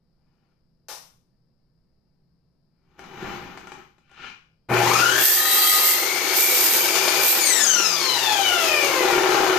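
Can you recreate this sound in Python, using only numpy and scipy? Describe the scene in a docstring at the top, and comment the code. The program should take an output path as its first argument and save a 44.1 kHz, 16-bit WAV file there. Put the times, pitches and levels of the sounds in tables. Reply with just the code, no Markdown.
"""Miter saw in a small workshop.

A board shifts, a clack sounds, then the sprung arm swings down and eases back, clicking and rubbing.
The motor jolts on and spins up; its speed drives gear whine, howl, rattle and rushing air.
The blade grazes the wood, cuts in two pushes and grazes it again: chips hiss, tips and plate ring.
Switched off, the gears sing a falling whine and rattle ever more slowly in their housing."""
import sys
import numpy as np
from scipy import signal
from scipy.fft import rfft, irfft, next_fast_len
from scipy.io import wavfile
from scipy.ndimage import uniform_filter1d

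SR = 44100
rng = np.random.default_rng(int(sys.argv[2]) if len(sys.argv) > 2 else 0)


def transcribe(u):
    """Save the signal u as a 16-bit wav file named by the first command-line argument.

    u: samples, shape (n,) or (channels, n), limited to [-1, 1]; the rate is SR.
    q: integer samples, one column per channel.
    """
    v = np.clip(np.atleast_2d(u).T, -1, 1)
    q = np.round(v * 32767).astype(np.int16)
    wavfile.write(sys.argv[1], SR, q)


N = 422841
T = np.arange(N) / SR
HZ = np.fft.rfftfreq(N, 1 / SR)
ON_S, OFF_S = 4.686, 7.391  # trigger pulled, released
TOP_HZ = 2795  # tooth rate the gears tend to under power


def amp(db):
    """Decibels to gain."""
    return 10 ** (np.asarray(db) / 20)


def unit(x):
    """Scale to rms 1."""
    return x / np.sqrt(np.mean(x ** 2) + 1e-20)


def curve_at(points, hz):
    """Interpolate (Hz, value) points over log frequency."""
    point_hz, value = np.transpose(points)
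    return np.interp(np.log(hz + 1), np.log(point_hz + 1), value)


# Bands that set the noise level of rattle, air and chips. Each row: low edge in Hz, high edge in Hz.
LEVEL_BANDS = [(280, 520), (4000, 9000), (11500, 14500)]
RATTLE_BAND, AIR_BAND, CHIP_BAND = LEVEL_BANDS

def noise(spectrum, band_hz=(0, SR)):
    """Coloured noise with rms 1 inside the band."""
    bins = rfft(rng.standard_normal(N)) * amp(curve_at(spectrum, HZ))
    in_band = (HZ >= band_hz[0]) * (HZ <= band_hz[1])
    return irfft(bins, N) / np.std(irfft(bins * in_band, N))


def drift(hz):
    """Smooth random motion of rms 1, up to about hz."""
    return unit(irfft(rfft(rng.standard_normal(N)) / (1 + (HZ / hz) ** 4), N))


def stroke(start_s, end_s, db, rise_db_per_s, fall_db_per_s):
    """Envelope that holds db from start to end and slopes away on both sides."""
    drop_db = rise_db_per_s * np.maximum(start_s - T, 0) + fall_db_per_s * np.maximum(T - end_s, 0)
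    return amp(db - np.minimum(drop_db, 200))


def decays(blows, t60_s):
    """Envelope of dying blows, summed in power."""
    return np.sqrt(sum((T >= s) * amp(db - 60 * np.maximum(T - s, 0) / t60_s) ** 2 for s, db in blows))


# Background spectrum. Each row: frequency in Hz, relative density in dB.
ROOM_SPECTRUM = [(25, -4), (58, -8), (95, -9), (155, -1), (180, -10), (260, -15), (700, -27), (3400, -46.5),
                 (5000, -29), (6300, -51.5)]

def room_tone(level_db=-66.5):
    """Faint, steady, mostly low noise."""
    return amp(level_db) * noise(ROOM_SPECTRUM)


# Gear housing resonances. Each row: centre in Hz, width in Hz, lift in dB.
HOUSING_MODES = [(370.46, 59.5, 13), (810.5, 63.6, 9.5), (1410.7, 33, 8), (2425, 90, 10.5), (2982, 103, 8),
                 (4110, 40, 8), (6320, 1368, 10)]

def housing(x):
    """The cast housing lifts whatever falls on its resonances."""
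    size = next_fast_len(N + SR)
    bin_hz = np.fft.rfftfreq(size, 1 / SR)
    lift = sum((amp(db) - 1) / (1 + 2j * (bin_hz - hz) / width_hz) for hz, width_hz, db in HOUSING_MODES)
    return irfft(rfft(x, size) * (1 + lift), size)[:N]


# Friction spectra by direction. Each row: frequency in Hz, relative density in dB.
RUB_DOWN_SPECTRUM = [(40, -7.5), (180, -1), (260, -5), (600, -9.5), (1150, -1.5), (2500, -12),
                     (3500, -15.5), (6200, -29.5), (9500, -43), (14000, -28.5)]
RUB_UP_SPECTRUM = [(240, -12.5), (640, -17), (1440, -1), (1960, -8), (2740, -4.5), (5200, -23),
                   (9700, -45.5), (14500, -39)]
# Board and arm moves. Each row: start in seconds, end in seconds, relative level in dB,
# rise in dB/s, fall in dB/s, direction.
RUB_STROKES = [(0.298, 0.513, -74.5, 87.5, 190, "down"), (2.934, 2.98, -68, 114.5, 203.5, "down"),
               (2.989, 3.805, -46.5, 1500, 230, "down"), (3.254, 3.298, -32, 114, 67.5, "down"),
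               (4.22, 4.288, -36.5, 179.5, 288.5, "up")]

def rubs(gain_db=-3.0, grain_db=1.4):
    """The board shifts, the arm is lowered and eased back; friction sounds through the housing."""
    friction = {"down": unit(housing(noise(RUB_DOWN_SPECTRUM))),
                "up": unit(housing(noise(RUB_UP_SPECTRUM)))}
    rubbing = sum(stroke(*shape) * friction[direction] for *shape, direction in RUB_STROKES)
    return rubbing * amp(gain_db + grain_db * drift(104))


# Clack blows. Each row: start in seconds, level in dB.
CLACK_BLOWS = [(.8845, -33.5), (.902, -37)]
# Clack spectrum. Each row: frequency in Hz, relative density in dB.
CLACK_SPECTRUM = [(150, -23.5), (500, -1), (900, 2.5), (1950, -8), (4600, -4.5), (5680, 2.5), (7000, -9),
                  (14500, -11)]

def clack():
    """Two blows in quick succession, heard as one sharp clack."""
    return decays(CLACK_BLOWS, t60_s=0.307) * noise(CLACK_SPECTRUM)


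# Guard clicks and knocks. Each row: start in seconds, relative level in dB.
GUARD_BLOWS = [(2.993, -39), (3.04, -40.5), (3.575, -36.5), (3.672, -36.5), (3.719, -34.5), (3.982, -56),
               (4.095, -57), (4.115, -51), (7.8, -14)]
# Click spectrum. Each row: frequency in Hz, relative density in dB.
CLICK_SPECTRUM = [(40, -40), (150, -18), (400, -6), (1250, 2), (4000, -13.5), (14000, -35)]

def guard_clicks():
    """The guard and its linkage knock, ringing the housing."""
    return housing(decays(GUARD_BLOWS, t60_s=0.0317) * noise(CLICK_SPECTRUM))


# Mains hum partials. Each row: frequency in Hz, relative level in dB.
HUM_PARTIALS = [(120, 8.5), (360, 8.5), (600, -15.5)]
# Starting jolt spectrum. Each row: frequency in Hz, relative density in dB.
JOLT_SPECTRUM = [(30, -40.5), (70, -11.5), (220, -7), (350, -4), (1500, -5), (1950, -10), (2450, -3.5),
                 (3100, -34.5), (14000, -31)]

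def inrush(buzz_depth=0.19, attack_s=0.0228, hold_s=0.215, jolt_db=-24.5, hum_db=-26,
           jolt_fall_db_per_s=28, hum_fall_db_per_s=38):
    """Starting current shakes the saw at twice the mains frequency, holds briefly and falls away."""
    hum = unit(sum(amp(db) * np.sin(2 * np.pi * (hz * T + rng.random())) for hz, db in HUM_PARTIALS))
    buzz_hz = HUM_PARTIALS[0][0]
    jolt = noise(JOLT_SPECTRUM) * (1 + buzz_depth * np.sin(2 * np.pi * buzz_hz * T))
    falling_s = np.maximum(T - ON_S - hold_s, 0)
    jolt *= amp(jolt_db - jolt_fall_db_per_s * falling_s)
    hum *= amp(hum_db - hum_fall_db_per_s * falling_s)
    return np.clip((T - ON_S) / attack_s, 0, 1) * (jolt + hum)


def powered(switch_s=0.012):
    """1 while the trigger is held, else 0, with short ramps."""
    return np.clip((T - ON_S) / switch_s, 0, 1) * np.clip((OFF_S - T) / switch_s + 1, 0, 1)


def tooth_rate_hz(half_speed_s=0.34, sag=0.2, inertia_s=0.8, friction_s=2.697, drag_hz=679.35):
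    """The motor spins up and sags under load; once off, friction and, above drag_hz, mainly air brake it."""
    run_s = np.clip(T - ON_S, 1e-3, OFF_S - ON_S)
    pole = np.exp(-1 / (inertia_s * SR))
    lagged_bite = signal.lfilter([1 - pole], [1, -pole], bite())
    load = np.interp(ON_S + run_s, T, lagged_bite)
    driven_hz = TOP_HZ * run_s / (run_s + half_speed_s) * (1 - sag * load)
    slowing = np.exp(np.maximum(T - OFF_S, 0) / friction_s)
    return 1 / ((1 / driven_hz + 1 / drag_hz) * slowing - 1 / drag_hz)


def torque(tooth_hz):
    """0 to 1: the motor pulls hardest at rest and eases toward top speed."""
    return powered() * (1 - tooth_hz / TOP_HZ)


# Gear mesh partials. Each row: multiple of the tooth rate, relative level in dB.
MESH_PARTIALS = [(1, 0.5), (2, 0), (3, -2.5), (4, 3), (5, -4.5), (6, -12), (8, -12.5)]

def gear_whine(tooth_hz, pinion_teeth=7, flutter=0.004, roughness=0.45, swell_db=0.6, runout=0.6,
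               shaft_db=-20, cutoff_hz=92, gain_db=-5.5):
    """Teeth mesh, soft under power, loud when coasting; the off-centre pinion adds side tones and hum."""
    phase = 2 * np.pi * np.cumsum(tooth_hz * (1 + flutter * drift(67.7))) / SR
    shaft = np.cos(phase / pinion_teeth)
    radiated = 1 / np.sqrt(1 + (cutoff_hz * pinion_teeth / tooth_hz) ** 8)  # small body, little bass
    mesh = sum(amp(db + swell_db * drift(5)) * (1 + roughness * drift(37.5)) * np.cos(k * phase)
               for k, db in MESH_PARTIALS)
    whine = unit(mesh * (1 + runout * shaft) + amp(shaft_db) * radiated * shaft)
    coasting = (T > OFF_S) * (1 - powered())
    envelope = amp(-27) * powered() + amp(-8.8) * coasting * (tooth_hz / TOP_HZ) ** 0.88
    return amp(gain_db) * envelope * whine


# Gear knock spectrum. Each row: frequency in Hz, relative density in dB.
RATTLE_SPECTRUM = [(40, -42.5), (150, -5.5), (230, -34), (340, 3.5), (600, 0.5), (1200, 2), (2200, -5.5),
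                   (4000, -12), (14000, -48.5)]

def gear_rattle(tooth_hz, teeth_per_knock=12, knock_s=0.0153, uneven_db=3.4, steady_share=0.2,
                loose_hz=520, gain_db=-9):
    """Gears knock across their play: a blur at speed, separate knocks as they slow and shake loose."""
    count = np.floor(np.cumsum(tooth_hz) / SR / teeth_per_knock)
    knocks = np.diff(count, prepend=0) * amp(uneven_db * np.tanh(rng.standard_normal(N)))
    power = signal.lfilter([1], [1, -np.exp(-2 / (knock_s * SR))], knocks ** 2)
    power /= np.abs(uniform_filter1d(power, SR // 6)) + 1e-6  # same mean power at any knock rate
    pulsing = np.sqrt(steady_share + (1 - steady_share) * power)
    looseness = 1 / (1 + (tooth_hz / loose_hz) ** 16)
    envelope = amp(-27.5) * powered() + (T > OFF_S) * (amp(-36) + amp(-24.5) * looseness)
    return amp(gain_db) * envelope * pulsing * noise(RATTLE_SPECTRUM, RATTLE_BAND)


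def gear_howl(tooth_hz, width_hz=125, throb_depth=0.645, teeth_per_turn=48, octave_db=-8.5, gain_db=24.5):
    """Driven teeth chatter: noise bands at the tooth rate and its octave, throbbing once a blade turn."""
    phase = 2 * np.pi * np.cumsum(tooth_hz) / SR
    first, octave = (unit(drift(width_hz) * np.cos(k * phase) + drift(width_hz) * np.sin(k * phase))
                     for k in (1, 2))
    throb = 1 + throb_depth * np.cos(phase / teeth_per_turn)
    envelope = (tooth_hz / TOP_HZ) ** 4 * torque(tooth_hz) ** 3.1
    return amp(gain_db) * envelope * throb * (first + amp(octave_db) * octave)


# Blade and fan air spectrum. Each row: frequency in Hz, relative density in dB.
AIR_SPECTRUM = [(30, -63.5), (150, -20.5), (320, 1.5), (1000, 1.5), (4500, 0.5), (6700, 2), (7700, -8),
                (9500, -7), (10600, -12.5), (12000, -9), (14500, -7.5)]

def air_rush(tooth_hz, gain_db=-22.1, strain_db=7.5, build_s=0.267, flicker_db=2.5):
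    """Air torn by blade and cooling fan grows with speed; brush hiss adds to it while the motor strains."""
    flow = np.clip((T - ON_S) / build_s, 0, 1) * (tooth_hz / TOP_HZ) ** 0.67
    hiss = noise(AIR_SPECTRUM, AIR_BAND)
    return flow * hiss * amp(gain_db + strain_db * torque(tooth_hz) + flicker_db * drift(62.2))


# Blade contacts with the wood. Each row: start in seconds, end in seconds, relative strength in dB.
BLADE_PUSHES = [(5.24, 5.33, -3.5), (5.47, 5.9, -6), (6.37, 6.76, -11.5), (7.26, 7.295, -9)]

def bite():
    """How hard the teeth are in the wood; 0 in free air."""
    return sum(stroke(*push, rise_db_per_s=330, fall_db_per_s=130) for push in BLADE_PUSHES)


# Chip hiss spectrum. Each row: frequency in Hz, relative density in dB.
CHIP_SPECTRUM = [(300, -100), (1500, -9.5), (8500, -2.5), (10000, -6.5), (11300, -5.5), (12800, 5.5),
                 (14500, -3)]
# Tooth tip modes. 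Each row: frequency in Hz, relative level in dB.
TIP_MODES = [(11434, 0.5), (12107, -17), (12834, -4), (13857, -6), (14212, 8.5)]

def cutting(tooth_hz, chips_db=-7.5, tips_db=-8, grain_db=3.3, uneven_db=0.8, tip_half_width_hz=104):
    """Teeth tear out hissing chips and their tips ring under random blows; both stay faint in free air."""
    tearing = bite() * amp(uneven_db * drift(15.8))
    free_running = amp(-24.5) * (T > ON_S) * tooth_hz / TOP_HZ
    chips = noise(CHIP_SPECTRUM, CHIP_BAND) * amp(chips_db + grain_db * drift(109))
    tip_response = sum(amp(db) / (1 + ((HZ - hz) / tip_half_width_hz) ** 2) for hz, db in TIP_MODES)
    tips = amp(tips_db) * unit(irfft(rfft(rng.standard_normal(N)) * tip_response, N))
    return (tearing + free_running) * (chips + tips)


# Blade plate modes. Each row: frequency in Hz, relative level in dB.
PLATE_MODES = [(782, -13), (1243.6, -0.5), (2664, -6), (3225, 0.5), (3654, -6), (4079, -6), (3886, -4.5),
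               (4624, -2.5), (8370, -7)]
# Plate binding. One row: start in seconds, end in seconds, level in dB, rise in dB/s, fall in dB/s.
KERF_RUB = (5.46, 5.77, -11.3, 100, 90)

def plate_song(wobble_depth=0.197, wander_rad=0.673):
    """Rubbing deep in the kerf keeps the steel plate singing, wavering in strength and phase."""
    song = np.zeros(N)
    for hz, db in PLATE_MODES:
        strength = amp(db) * (1 + wobble_depth * drift(29.4))
        song += strength * np.cos(2 * np.pi * hz * T + wander_rad * drift(14.8))
    return stroke(*KERF_RUB) * unit(song)


# Wall reflections. Each row: frequency in Hz, level over the direct sound in dB.
REFLECTION_CURVE = [(100, -4), (350, -5), (1000, -1), (4000, 3.5)]

def workshop(x, t60_s=0.4085):
    """Direct sound plus dense reflections from near walls, different at each microphone."""
    t = T[:SR // 2]
    tail = rng.standard_normal((2, len(t))) * amp(-60 * t / t60_s) * (t > 0.002)
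    size = next_fast_len(N + len(t))
    wet = amp(curve_at(REFLECTION_CURVE, np.fft.rfftfreq(size, 1 / SR)))
    echo = rfft(tail / np.linalg.norm(tail, axis=1, keepdims=True), size)
    response = (1 + wet * echo) / np.sqrt(1 + wet ** 2 / 2)
    return irfft(rfft(x, size) * response, size)[:, :N]


def scene(wood_damping=0.9, saw_db=0.5):
    """One speed drives the saw; the wood steadies the blade and quiets the gears; all share the room."""
    tooth_hz = tooth_rate_hz()
    gears = housing(gear_whine(tooth_hz) + gear_rattle(tooth_hz) + gear_howl(tooth_hz))
    gears /= 1 + wood_damping * bite()
    saw = gears + air_rush(tooth_hz) + inrush() + cutting(tooth_hz) + plate_song()
    handling = rubs() + guard_clicks() + clack()
    return workshop(amp(saw_db) * saw + handling + room_tone())


def gain_control(x, threshold_db=-17.5, ratio=4.924, recover_db_per_s=11):
    """Gain drops quickly on loud sound and recovers slowly."""
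    power = abs(uniform_filter1d((x ** 2).mean(0), size=1000))
    power_db = 10 * np.log10(power + 1e-12)
    recovery_db = recover_db_per_s * T
    held_db = np.maximum.accumulate(power_db + recovery_db) - recovery_db
    over_db = np.maximum(held_db - threshold_db, 0)
    return x * amp(-(1 - 1 / ratio) * uniform_filter1d(over_db, size=400))


# Microphone port imbalance. Each row: frequency in Hz, left minus right in dB.
PORT_BALANCE = [(100, -1.5), (350, 1.5), (800, 5.5), (2200, 7.5), (4000, 12.5), (5300, 23), (8300, 18),
                (9600, 10.5), (13000, -15)]

def record(dry, cutoff_hz=14650):
    """Two unlike ports, left strong in the upper middle, right at the top; then gain control, low-pass."""
    size = next_fast_len(N + SR)
    tilt = amp(curve_at(PORT_BALANCE, np.fft.rfftfreq(size, 1 / SR)) / 2)
    ports = np.array([tilt, 1 / tilt])
    ports /= np.sqrt((ports ** 2).mean(0))
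    picked_up = irfft(rfft(dry, size) * ports, size)[:, :N]
    lowpass = signal.firwin(511, cutoff_hz, window=("kaiser", 9), fs=SR)
    return signal.oaconvolve(gain_control(picked_up), lowpass[None], "same")


dry = scene()
out = record(dry)
transcribe(out)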